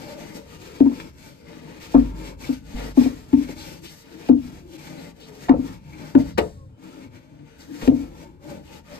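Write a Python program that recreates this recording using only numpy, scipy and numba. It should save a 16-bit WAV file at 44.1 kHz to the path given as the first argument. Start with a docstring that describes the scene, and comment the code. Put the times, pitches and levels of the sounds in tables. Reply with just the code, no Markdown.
"""A stiff broom sweeps the plank floor of a small wooden coop, heard by two microphones a little apart.
From the start, bristles hiss and drag on the boards over a rumble of feet and a faint outdoor hush.
From 0.8 s on, the broom head now and then knocks on a hollow panel. At 6.4 s the handle cracks against
the wall, two faint bird notes follow outside, and the sweeping goes on to the end.
The walls add a short echo, and a limiter holds down the loudest knocks."""
import sys
import numpy as np
from scipy import signal
from scipy.fft import rfft, irfft, next_fast_len
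from scipy.io import wavfile
from scipy.ndimage import uniform_filter1d, minimum_filter1d
from numba import njit

SR = 44100
rng = np.random.default_rng(int(sys.argv[2]) if len(sys.argv) > 2 else 0)


def bounce(signal):
    """Save signal as a 16-bit WAV file at the path given by the first command-line argument."""
    frames = np.transpose(np.atleast_2d(signal))
    limited = np.clip(frames, -1, 1)
    pcm = np.round(limited * 32767).astype(np.int16)
    wavfile.write(sys.argv[1], SR, pcm)


N = 396459
TIME_S = np.arange(N) / SR
SIZE = next_fast_len(N + SR)
HZ = np.arange(SIZE // 2 + 1) * SR / SIZE

# The broom head hits the panel: start_s, blow_db, upper_twin_db, low_overtones_db, high_overtones_db,
# boom_db, joists_db. The boom has its own level; the other parts are added to blow_db.
KNOCKS = [(0.807, -3, 2.5, -10, -27, -61, 2), (0.861, -11.5, 4, -14, -15, -64, -12),
          (0.915, -27.5, 4, -17, -9, -57, -3), (1.948, 3, -0.5, -13, -11, -14.5, 2),
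          (2.492, -13.5, 0, -16.5, -17, -52, -7.5), (2.741, -23, -22, -23, -27, -23.5, 8.5),
          (2.976, 2.5, -2.5, -15, -25, -46.5, -6), (3.017, -25, -23, 0.5, -7, -51, 2),
          (3.058, -10.5, -1.5, -14.5, -21.5, -53, 2.5), (3.333, -4.5, 0, -23.5, -26, -38.5, 3),
          (3.375, -14.5, -3.5, -22, -42, -40, -2), (3.494, -27, -8.5, -3, -11, -45.5, -4),
          (4.294, 4.5, -2, -17, -24, -51, -7), (4.445, -29.5, -3, -27, -42, -42.5, 0),
          (5.497, 2, 0.5, -10, -9.5, -30.5, -1), (5.54, -17, 4.5, -1.5, -12.5, -55, 3),
          (5.592, -25.5, 10, -20, -16.5, -57.5, 0), (5.642, -26.5, 5.5, -27, -32, -59, 1.5),
          (6.154, 3.5, 0.5, -6.5, -16, -46, 3), (7.826, -23.5, -25, 1, -17, -28, 2),
          (7.878, 3.5, -3, -11, -30, -29, 0.5), (7.923, -29, -24, -7, -11, -32, -4),
          (7.959, -30, 2, -13, -23, -50, 1)]


def undb(db):
    """Turn decibels into a gain."""
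    return 10 ** (np.asarray(db, float) / 20)


def unit(x):
    """Scale to an average (rms) level of 1."""
    return x / np.sqrt(np.mean(x ** 2))


def curve(table):
    """Join rows of pitch_hz, level_db into a gain for every frequency."""
    hz, db = np.transpose(table)
    return undb(np.interp(np.log(HZ + 1), np.log(hz), db))


def colour(x, gain):
    """Filter by a gain for each frequency."""
    return irfft(rfft(x, SIZE) * gain, SIZE)[..., :N]


def only(x, kind, hz):
    """Let only a band, or only the highs, through."""
    return signal.sosfilt(signal.butter(2, hz, kind, fs=SR, output="sos"), x)


def walk(rate_hz):
    """A smooth random wobble, about 1 in size."""
    hold = int(SR / rate_hz)
    steps = np.repeat(rng.standard_normal(N // hold + 1), hold)
    return unit(uniform_filter1d(uniform_filter1d(steps, hold), hold)[:N])


def blows(times, db, contact_s=0):
    """One smooth push at each time; longer contact sounds duller."""
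    x = np.zeros(N)
    x[np.clip((times * SR).astype(int), 0, N - 1)] = undb(db)
    push = np.hanning(int(contact_s * SR) + 3)
    return np.convolve(x, push / push.sum())[:N]


def fading(x, fade_s):
    """Each push dies away, by 60 dB in fade_s."""
    return signal.lfilter([1], [1, -np.exp(-np.log(1000) / (fade_s * SR))], x)


def burst(x, fade_s, low_hz, high_hz):
    """Each push sets off a short tail of noise."""
    return only(fading(x, fade_s) * rng.standard_normal(N), "band", [low_hz, high_hz])


def ring(x, tones):
    """Struck wood rings in fading tones of alternating sign; x may hold one row for each tone."""
    out, pushes = 0, np.broadcast_to(x, (len(tones), N))
    for k, (hz, db, fade_s) in enumerate(tones):
        decay, angle = np.exp(-np.log(1000) / (fade_s * SR)), 2 * np.pi * hz / SR
        tone = signal.lfilter([0, decay * np.sin(angle)], [1, -2 * decay * np.cos(angle), decay ** 2],
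                              pushes[k])
        out = out + (-1) ** k * undb(db) * tone
    return out


@njit
def moving_band(x, hz, width_hz):
    """Let through a band whose centre may move every sample."""
    out, band_state, low_state = np.empty(len(x)), 0., 0.
    for i in range(len(x)):
        step, damping = np.pi * hz[i] / SR, width_hz / hz[i]
        band = (band_state + step * (x[i] - low_state)) / (1 + step * (step + damping))
        band_state = 2 * band - band_state
        low_state += 2 * step * band
        out[i] = damping * band
    return out


def wandering_bands(x, bands, rate_hz):
    """Rubbed resonances: each drifts about 11% in pitch, and swells and fades on its own."""
    out = 0
    for hz, width_hz, db in bands:
        centre_hz = hz * np.exp(0.11 * walk(rate_hz))
        band = unit(np.array([moving_band(row, centre_hz, float(width_hz)) for row in x]))
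        out = out + band * undb(db + 2.2 * walk(rate_hz))
    return out


def touch(start, length, press, lift, step=1):
    """For each stroke: how firmly it touches and how far along it is, both 0 to 1."""
    since, length = TIME_S[::step] - start[:, None], length[:, None]
    down = np.clip(since / np.maximum(np.reshape(press, (-1, 1)), .01), 0, 1)
    up = np.clip((length - since) / np.maximum(np.reshape(lift, (-1, 1)), .01), 0, 1)
    return (np.sin(np.pi / 2 * down) * np.sin(np.pi / 2 * up)) ** 2, np.clip(since / length, 0, 1)


def yard():
    """A faint outdoor hush, unrelated left and right."""
    # Colour of the hush: pitch_hz, level_db
    hush = [(24, -24.5), (40, -7.5), (88, 6), (391, -25), (1210, -31.5), (8370, -52.5), (10200, -55),
            (11800, -46), (14000, -63)]
    return unit(colour(rng.standard_normal((2, N)), curve(hush))) * undb(-63.5)


def birds():
    """Two soft notes outside: a low one that sags, then a high steady one."""
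    # Bird notes: start_s, length_s, pitch_hz, fall_hz, level_db, octave_db
    notes = [(6.55, .13, 560, 40, -54, -4), (6.71, .1, 3050, 0, -71, -40)]
    out = 0
    for start, length, hz, fall_hz, db, octave_db in notes:
        progress = np.clip((TIME_S - start) / length, 0, 1)
        phase = 2 * np.pi * length * (hz * progress - fall_hz * progress ** 2 / 2)
        tone = np.sin(phase) + undb(octave_db) * np.sin(2 * phase)
        out = out + undb(db) * np.sin(np.pi * progress) * tone
    return out


def floor_rumble():
    """The floor rumbles under the feet and shudders after each knock."""
    # Colour of the rumble: pitch_hz, level_db
    depth = [(20, -32), (35, -8.5), (50, -8), (75, 0.5), (130, -11), (170, -4.5), (300, -19.5), (600, -75)]
    # Rumble of the feet: time_s, level_db
    feet = [(0.0, -50.5), (0.75, -50), (0.9, -44.5), (1.33, -62), (1.65, -49), (2.15, -44.5), (2.45, -48),
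            (2.73, -50), (2.95, -43.5), (3.1, -49.5), (4.23, -59.5), (4.41, -56), (5.06, -49), (5.3, -54.5),
            (5.6, -46.5), (6.0, -52), (6.41, -35.5), (6.79, -65.5), (7.76, -56), (8.01, -48), (8.19, -51.5),
            (8.99, -48)]
    rumble = unit(colour(rng.standard_normal((2, N)) * undb(2 * walk(6)), curve(depth)))
    start, blow_db = np.transpose(KNOCKS)[:2]
    shudder = fading(blows(start, blow_db - 38.5, 0.0061), fade_s=1)
    return rumble * (undb(np.interp(TIME_S, *np.transpose(feet))) + shudder)


def board_hums():
    """Single boards hum with a wavering tone while they are rubbed."""
    # Humming boards: start_s, length_s, pitch_hz, level_db
    hums = [(0.0, 0.29, 585, -40), (0.313, 0.21, 570, -47), (0.543, 0.25, 369, -41.5),
            (1.254, 0.2, 161, -53), (3.744, 0.2, 333, -41.5), (3.736, 0.3, 163.4, -47),
            (4.08, 0.18, 323, -33.5), (4.563, 0.27, 330, -42.5), (5.047, 0.099, 352, -38.5),
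            (5.79, 0.18, 144, -40), (6.5, 0.3, 100, -40.5), (6.868, 0.275, 262.8, -42),
            (6.994, 0.27, 110.5, -45), (7.225, 0.3, 148.9, -47.5), (7.255, 0.26, 296, -44),
            (7.655, 0.17, 291, -30), (8.143, 0.17, 588, -47.5), (8.383, 0.28, 575, -45),
            (8.45, 0.19, 240, -41), (8.63, 0.24, 857, -53.5), (8.859, 0.14, 585, -35)]
    start, length, hz, db = np.transpose(hums)
    waver_hz, fade_s = 24, 0.1
    waver = signal.lfilter(*signal.butter(2, waver_hz, fs=SR), rng.standard_normal((2, N)))
    tones = np.cos(2 * np.pi * hz[:, None] * TIME_S + 1.23 * unit(waver[0])) * undb(2.3 * unit(waver[1]))
    contact, _ = touch(start, length, fade_s, fade_s)
    return undb(db) @ (contact * tones)


def ticks():
    """Bristles, grit and the broom head make tiny hard clicks."""
    # Hard contacts: start_s, level_db, brightness_db
    contacts = [(0.801, -40, -13), (1.0002, -32, -35), (1.4548, -52, -24), (1.531, -45, -27),
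                (1.811, -43, -18), (1.9454, -51, -12), (1.996, -39, -37), (2.97, -57, -20),
                (3.328, -40, -13), (3.487, -40.5, -17), (3.835, -52, -14), (4.287, -35.5, -34),
                (4.871, -38, -25), (5.203, -51, 3), (6.1474, -51, -20), (6.837, -48, -2), (7.39, -55, -16),
                (7.876, -32, -25), (8.9115, -53, -20)]
    start, db, bright_db = np.transpose(contacts)
    grit, fade_s = rng.standard_normal((2, N)), 0.045
    body = unit(only(grit[0], "band", [900, 3200]))
    edge = unit(np.diff(grit[1], prepend=0)) * undb(-2.5)
    return fading(blows(start, db), fade_s) * body + fading(blows(start, db + bright_db), fade_s) * edge


def swishes_and_cracks():
    """Short grainy swishes of straw, and brief sharp cracks as the broom head hits the panel."""
    # Swishes and cracks: start_s, length_s, pitch_hz, width_hz, rise_octaves, level_db
    sounds = [(0.755, 0.079, 3500, 2500, 0.053, -55), (1.454, 0.081, 2050, 500, 0.03, -55),
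              (2.228, 0.1, 4500, 3000, 0, -49), (2.434, 0.031, 2200, 500, 0, -42),
              (2.443, 0.067, 3600, 900, .3, -48.5), (2.749, 0.14, 500, 704, 0, -38.5),
              (2.756, 0.095, 1990, 1500, 0, -43), (3.572, 0.088, 3870, 2500, 0, -42.5),
              (3.832, 0.092, 3380, 1800, 0.25, -44), (4.958, 0.083, 4050, 700, 0.037, -54.5),
              (4.97, 0.04, 2040, 500, 0, -51), (5.037, 0.038, 2100, 500, 0, -50),
              (5.192, 0.092, 3530, 2560, 0, -49), (5.44, 0.037, 2000, 594, 0.44, -47),
              (5.06, 0.035, 450, 250, 0.042, -47), (7.839, 0.037, 500, 400, 0, -38),
              (5.484, 0.012, 880, 490, 0.032, -25), (5.493, 0.0049, 2200, 880, 0.13, -22.5),
              (5.922, 0.041, 2200, 352, 0, -52), (6.19, 0.22, 4330, 2500, 0.044, -59),
              (7.005, 0.061, 2270, 400, 0.074, -62), (7.6, 0.033, 4500, 2500, 0, -50),
              (7.718, 0.11, 2150, 500, .1, -56), (7.811, 0.039, 1660, 1780, 0.035, -36.5),
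              (7.876, 0.003, 2270, 810, 0.067, -26.5), (7.877, 0.0065, 5440, 5000, 0.038, -45)]
    grit = rng.standard_normal(N) * undb(0.6 * np.minimum(rng.exponential(size=N), 6))
    out = np.zeros(N)
    for start, length, hz, width_hz, rise, db in sounds:
        progress = np.linspace(0, 1, int(length * SR))
        span = slice(int(start * SR), int(start * SR) + len(progress))
        centre_hz = hz * 2 ** (rise * (progress - .5))
        band = moving_band(grit[span], centre_hz, float(width_hz))
        band = unit(moving_band(band, centre_hz, 2. * width_hz))
        out[span] += undb(db) * np.sin(np.pi * progress ** 0.74) * band
    return out


def handle_rap():
    """The handle grazes, hits and rebounds harder: the wall rings and loose boards rattle."""
    # Handle on the wall: start_s, blow_db
    raps = [(6.383, -14)]
    # Tones of the wall planks: pitch_hz, level_db, fade_s
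    wall = [(309, 9.5, 0.24), (360, 19, 0.195), (430.4, 15, 0.28), (575, -13.5, 0.73), (670, -18, 0.25),
            (1110, -23, 0.15), (1120, 17.5, 0.066), (1310, 7, 0.1), (1790, 3, 0.058)]
    start, db = np.transpose(raps)
    graze = blows(start - .008, db - 22, 0.00042)
    hit = blows(start - .004, db - 14.5, 0.0007)
    rebound = blows(start - .0005, db - 12.5, 0.00033)
    push = graze + hit + rebound
    rattle = burst(push, 0.21, 200, 640) * undb(22)
    crack = burst(push, 0.056, 770, 3330) * undb(12.5)
    snap = burst(blows(start - .004, db), 0.075, 3300, 14000) * undb(-17)
    tail = burst(push, 0.62, 1100, 8500) * undb(-21)
    return ring(push, wall) * undb(-7.5) + rattle + crack + snap + tail


def panel_knocks():
    """The broom head hits a hollow panel: two close tones throb, and the wood around them joins in."""
    # Ringing parts, each with: pitch_hz, level_db, fade_s
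    twins = [(245.4, -2, 0.13), (278.2, 1.5, 0.091)]  # the panel's two close tones
    overtones = [(335, 6.5, 0.042), (427, 3, 0.014), (390, 1, 0.036), (533, -9, 0.05), (587, -9.5, 0.044),
                 (697, -8, 0.088), (730, -2.5, 0.044), (884, -6.5, 0.064), (990, -21, 0.018),
                 (1120, -18, 0.04), (1244, -17, 0.054)]  # its higher tones
    lath = [(319, -9.5, 0.044), (410, -13.5, 0.034)]  # a loose strip on it, struck first
    head = [(848, -6, 0.04)]  # the block of the broom head
    joists = [(75, -25, 0.17), (131.4, -23.5, 0.26), (193, -23.5, 0.062)]  # the beams underneath
    floor = [(47.5, 5, 1)]  # the raised floor
    start, db, upper_db, low_db, high_db, boom_db, joist_db = np.transpose(KNOCKS)
    start = start - .003  # contact comes just before the throb peaks
    chatter = burst(blows(start + .016, db - 33.5, 0.016), 0.21, 201, 800)  # the panel shakes on its nails
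    lower = blows(start, db + 5, 0.0021) + chatter
    upper = blows(start, db + upper_db + 7, 0.002367) + chatter
    clack = ring(blows(start - .002, db, 0.0027) + chatter, lath)
    hollow = only(ring([lower, upper], twins) + clack, "band", [205, 400])  # the space behind the panel
    spot_db = 1.8 * rng.standard_normal((len(start), len(overtones)))  # each blow lands on another spot
    grind = rng.standard_normal(N)  # the head grinds on the wood before it leaves
    pushes = []
    for k, (hz, _, _) in enumerate(overtones):
        push_db = db - 20.5 + (low_db if hz < 650 else high_db) + spot_db[:, k]
        pushes.append(grind * fading(blows(start, push_db), 0.04 / (1 + k / 8)))
    ringing = only(ring(pushes, overtones), "high", 300)
    rattle = burst(blows(start, db + low_db + 3, 0.0011), 0.21, 490, 653)
    rattle += burst(blows(start, db + high_db + 6, 0.0044), 0.1, 650, 1150)
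    block = ring(blows(start - .002, db + high_db, 0.00065), head)
    thud = ring(blows(start, db + joist_db, 0.0052), joists)
    boom = ring(blows(start, boom_db, 0.025), floor)
    return hollow + ringing + rattle + block + thud + boom


def stroke_gains():
    """How strongly the strokes drive hiss, bristle tips and drag; overlapping strokes add in power."""
    # Strokes: start_s, length_s, press_s, lift_s, first_hiss_db, last_hiss_db, tips_db, drag_db
    strokes = [(-0.033, 0.37, 0.03, 0.012, -42, -45, 4.5, -38),
               (0.302, 0.17, 0.084, 0.2, -34, -39, 11, -29),
               (0.334, 0.44, 0.16, 0.0095, -49, -43, 3.5, -47),
               (0.731, 0.41, 0.045, 0.12, -47.5, -40.5, 4.5, -40.5),
               (1.076, 0.44, 0.22, 0.3, -45.5, -53, 8.5, -47),
               (1.337, 0.3, 0.23, 0.05, -45.5, -45, 0, -40.5),
               (1.586, 0.23, 0.049, 0.042, -47, -47, -1, -39),
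               (1.783, 0.28, 0.037, 0.099, -44, -42.5, 4, -45), (1.97, 0.27, 0.043, 0.17, -46, -55, 4, -39),
               (2.121, 0.26, 0.041, 0.14, -50.5, -35, 5, -34.5),
               (2.343, 0.3, 0.14, 0.19, -38.5, -40.5, 7.5, -38.5),
               (2.593, 0.36, 0.013, 0.16, -57.5, -24.5, 4, -37),
               (2.924, 0.35, 0.17, 0.012, -25, -58, 6, -38), (3.229, 0.33, 0.11, 0.043, -48, -44, 6.5, -43),
               (3.525, 0.31, 0.06, 0.089, -43.5, -44, 9, -40.5),
               (3.795, 0.26, 0.067, 0.046, -47.5, -54, 14, -70),
               (3.963, 0.39, 0.14, 0.073, -52, -43, 2, -45),
               (4.238, 0.43, 0.27, 0.13, -51, -46, 6.5, -43.5),
               (4.576, 0.2, 0.22, 0.014, -51, -46, 8.5, -46), (4.768, 0.4, 0.023, 0.12, -45, -45, 5.5, -40),
               (5.081, 0.46, 0.16, 0.11, -58, -41, 6.5, -45),
               (5.524, 0.29, 0.037, 0.21, -54, -35, 5.5, -33.5),
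               (5.761, 0.41, 0.0094, 0.22, -67, -28, 2.5, -42),
               (6.034, 0.316, 0.17, 0.064, -44, -46.5, 6, -37),
               (6.756, 0.36, 0.12, 0.088, -46.5, -51, 1.5, -43.5),
               (7.074, 0.29, 0.063, 0.21, -51.5, -54, 0, -47.5),
               (7.267, 0.32, 0.024, 0.018, -63.5, -51, -6, -54.5),
               (7.568, 0.24, 0.033, 0.077, -49, -52.5, 7, -47), (7.657, 0.29, 0.21, 0.12, -42, -38, 7, -38),
               (7.889, 0.26, 0.02, 0.14, -55.5, -47, 8, -40.5),
               (8.055, 0.37, 0.2, 0.27, -40.5, -60, 6, -42.5),
               (8.373, 0.28, 0.14, 0.17, -48.5, -44.5, 6.5, -35.5),
               (8.551, 0.29, 0.18, 0.091, -52, -44, 5.5, -43.5),
               (8.793, 0.25, 0.14, 0.055, -50.5, -40.5, 1.5, -43)]
    start, length, press, lift, first_db, last_db, tip_db, drag_db = np.transpose(strokes)
    step, linger_s, rest_db = 16, 0.021, -52.5
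    contact, progress = touch(start, length, press, lift, step)
    swell = undb(last_db - first_db)[:, None] ** (progress - .5)
    power = (contact * swell) ** 2
    hiss = power * undb(first_db + last_db)[:, None]
    drag = uniform_filter1d(undb(2 * drag_db) @ power, int(linger_s * SR) // step + 1)
    drag += undb(2 * rest_db)  # the boards keep stirring between strokes
    gains = np.sqrt([hiss.sum(axis=0), undb(2 * tip_db) @ hiss, drag])
    return np.repeat(gains, step, axis=1)[:, :N]


def broom():
    """Thousands of bristle slips a second hiss and shake the boards; one row for each end of the head."""
    # Colours of the bristle hiss and the dragged boards: pitch_hz, level_db
    bristles = [(500, 9.5), (1000, 0), (2000, 4.5), (3000, 1.5), (4500, 1.5), (6500, -3.5), (9000, -11.5),
                (12000, -9.5), (15000, -17)]
    boards = [(60, -38), (150, 4), (230, 4), (300, 0), (420, -7), (600, -8), (720, -39), (860, -26),
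              (1300, -38.5), (2500, -54.5)]
    # Resonances, each with: pitch_hz, width_hz, level_db
    wood = [(285, 5.1, -8.5), (277.5, 35, 8.5), (314.7, 11, 11.5), (883, 110, 9.5), (4150, 2100, -1.5)]  # rubbed planks and broom head
    straw = [(900, 350, -35.5), (1230, 170, -17), (1830, 1200, -19), (2300, 460, -16), (2700, 1400, -32),
             (3470, 1800, -32.5), (4260, 970, -33), (6440, 430, -22.5)]  # bunches of straw that catch on their own
    planks = [(155.4, 4.3, -17.5), (238.6, 8.9, -17.5), (350, 45, -14.5), (401, 22, -21.5),
              (565, 46, -20.5), (824, 150, -19)]  # planks that answer in turn
    wood_gain = undb(sum(db / (1 + (2 * (HZ - hz) / width) ** 2) for hz, width, db in wood))
    body_gain, tip_gain, drag_gain = stroke_gains()
    slips = rng.standard_normal((2, N))
    slips *= undb(2.5 * np.minimum(rng.exponential(size=N), 6) + 2.2 * walk(40))
    hiss = unit(colour(slips, curve(bristles) * wood_gain)) * undb(-4.5)
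    body = colour(hiss, 1 / (1 + (HZ / 4500) ** 4))
    tips = hiss - body
    rasp = wandering_bands(slips, straw, rate_hz=12)
    scrape = rng.standard_normal((2, N)) * undb(1.4 * walk(30))
    drag = unit(colour(scrape, curve(boards) * wood_gain)) * undb(-3.5)
    drag += wandering_bands(scrape, planks, rate_hz=6)
    return (body + rasp) * body_gain + tips * tip_gain + drag * drag_gain


def coop_echo(x):
    """The plank walls echo briefly; the broom moves between spots, each with its own echo."""
    # Colour of the echo: pitch_hz, level_db
    walls = [(50, -20), (130, -9), (260, -16), (450, -4), (650, -2), (1000, -4), (2000, -4), (5000, -5),
             (7500, -14), (10000, -28), (15000, -28)]
    spots, move_s, fade_s = 4, .3, .085
    t = TIME_S[:SR // 2]
    shape = np.exp(-np.log(1000) * t / fade_s) * np.clip(t / 0.00051, 0, 1)
    echoes = rng.standard_normal((spots, 2, len(t))) * shape
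    echoes /= np.sqrt(np.sum(echoes ** 2, axis=2, keepdims=True))
    away = (TIME_S / move_s - np.arange(spots)[:, None]) % spots - 1
    shares = np.cos(np.pi / 2 * np.clip(away, -1, 1)) * x
    spectrum = (rfft(shares, SIZE)[:, None] * rfft(echoes, SIZE)).sum(axis=0)
    return irfft(spectrum * curve(walls), SIZE)[:, :N] * undb([[0], [-3]])


def scene():
    """Mix it all; the right microphone hears it later, and partly from the broom's other end."""
    # Right microphone against left: pitch_hz, delay_cycles, level_db, likeness (0 to 1)
    right_side = [(0, 0, 0, .97), (90, .045, -1, .88), (200, .11, -5.5, .85), (290, .155, -6.2, .85),
                  (450, .23, -3, .7), (620, .33, -1, .5), (760, .15, -2, .55), (880, 0, -3, .6),
                  (1030, .25, -3.5, .55), (1200, .5, -4, .55), (2100, 1, -4.5, .5), (4200, 2, -4, .35),
                  (5300, 2.4, -4, .4), (7000, 2.84, -3.5, .5), (8200, 3, -.5, .8), (10300, 3.5, 0, .96),
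                  (13200, 4, 0, .96), (15500, 4.6, 0, .85)]
    events = panel_knocks() + handle_rap() + ticks() + swishes_and_cracks() + board_hums() + birds()
    near_end, far_end = broom() + floor_rumble()
    left = near_end + events
    hz, *columns = np.transpose(right_side)
    delay_cycles, db, likeness = (np.interp(HZ, hz, column) for column in columns)
    sweeping = likeness * rfft(near_end, SIZE) + np.sqrt(1 - likeness ** 2) * rfft(far_end, SIZE)
    path = undb(db) * np.exp(-2j * np.pi * delay_cycles)
    right = irfft((sweeping + rfft(events, SIZE)) * path, SIZE)[:N]
    return np.array([left, right]) + coop_echo(left) + yard()


def record(dry):
    """A limiter turns both sides down just ahead of each loud peak; the highest treble is cut."""
    ceiling, release_s, top_hz = .92, 0.0047, 14800
    excess = np.log(np.maximum(np.abs(dry).max(axis=0), ceiling) / ceiling) + 1e-9
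    release = TIME_S / release_s
    cut = np.exp(np.maximum.accumulate(np.log(excess) + release) - release)  # each cut dies away
    hold = int(0.001 * SR)
    gain = uniform_filter1d(minimum_filter1d(np.exp(-cut), size=2 * hold + 1), size=hold)
    return signal.sosfilt(signal.ellip(12, .2, 80, top_hz, fs=SR, output="sos"), dry * gain)


dry = scene()
out = record(dry)
bounce(out)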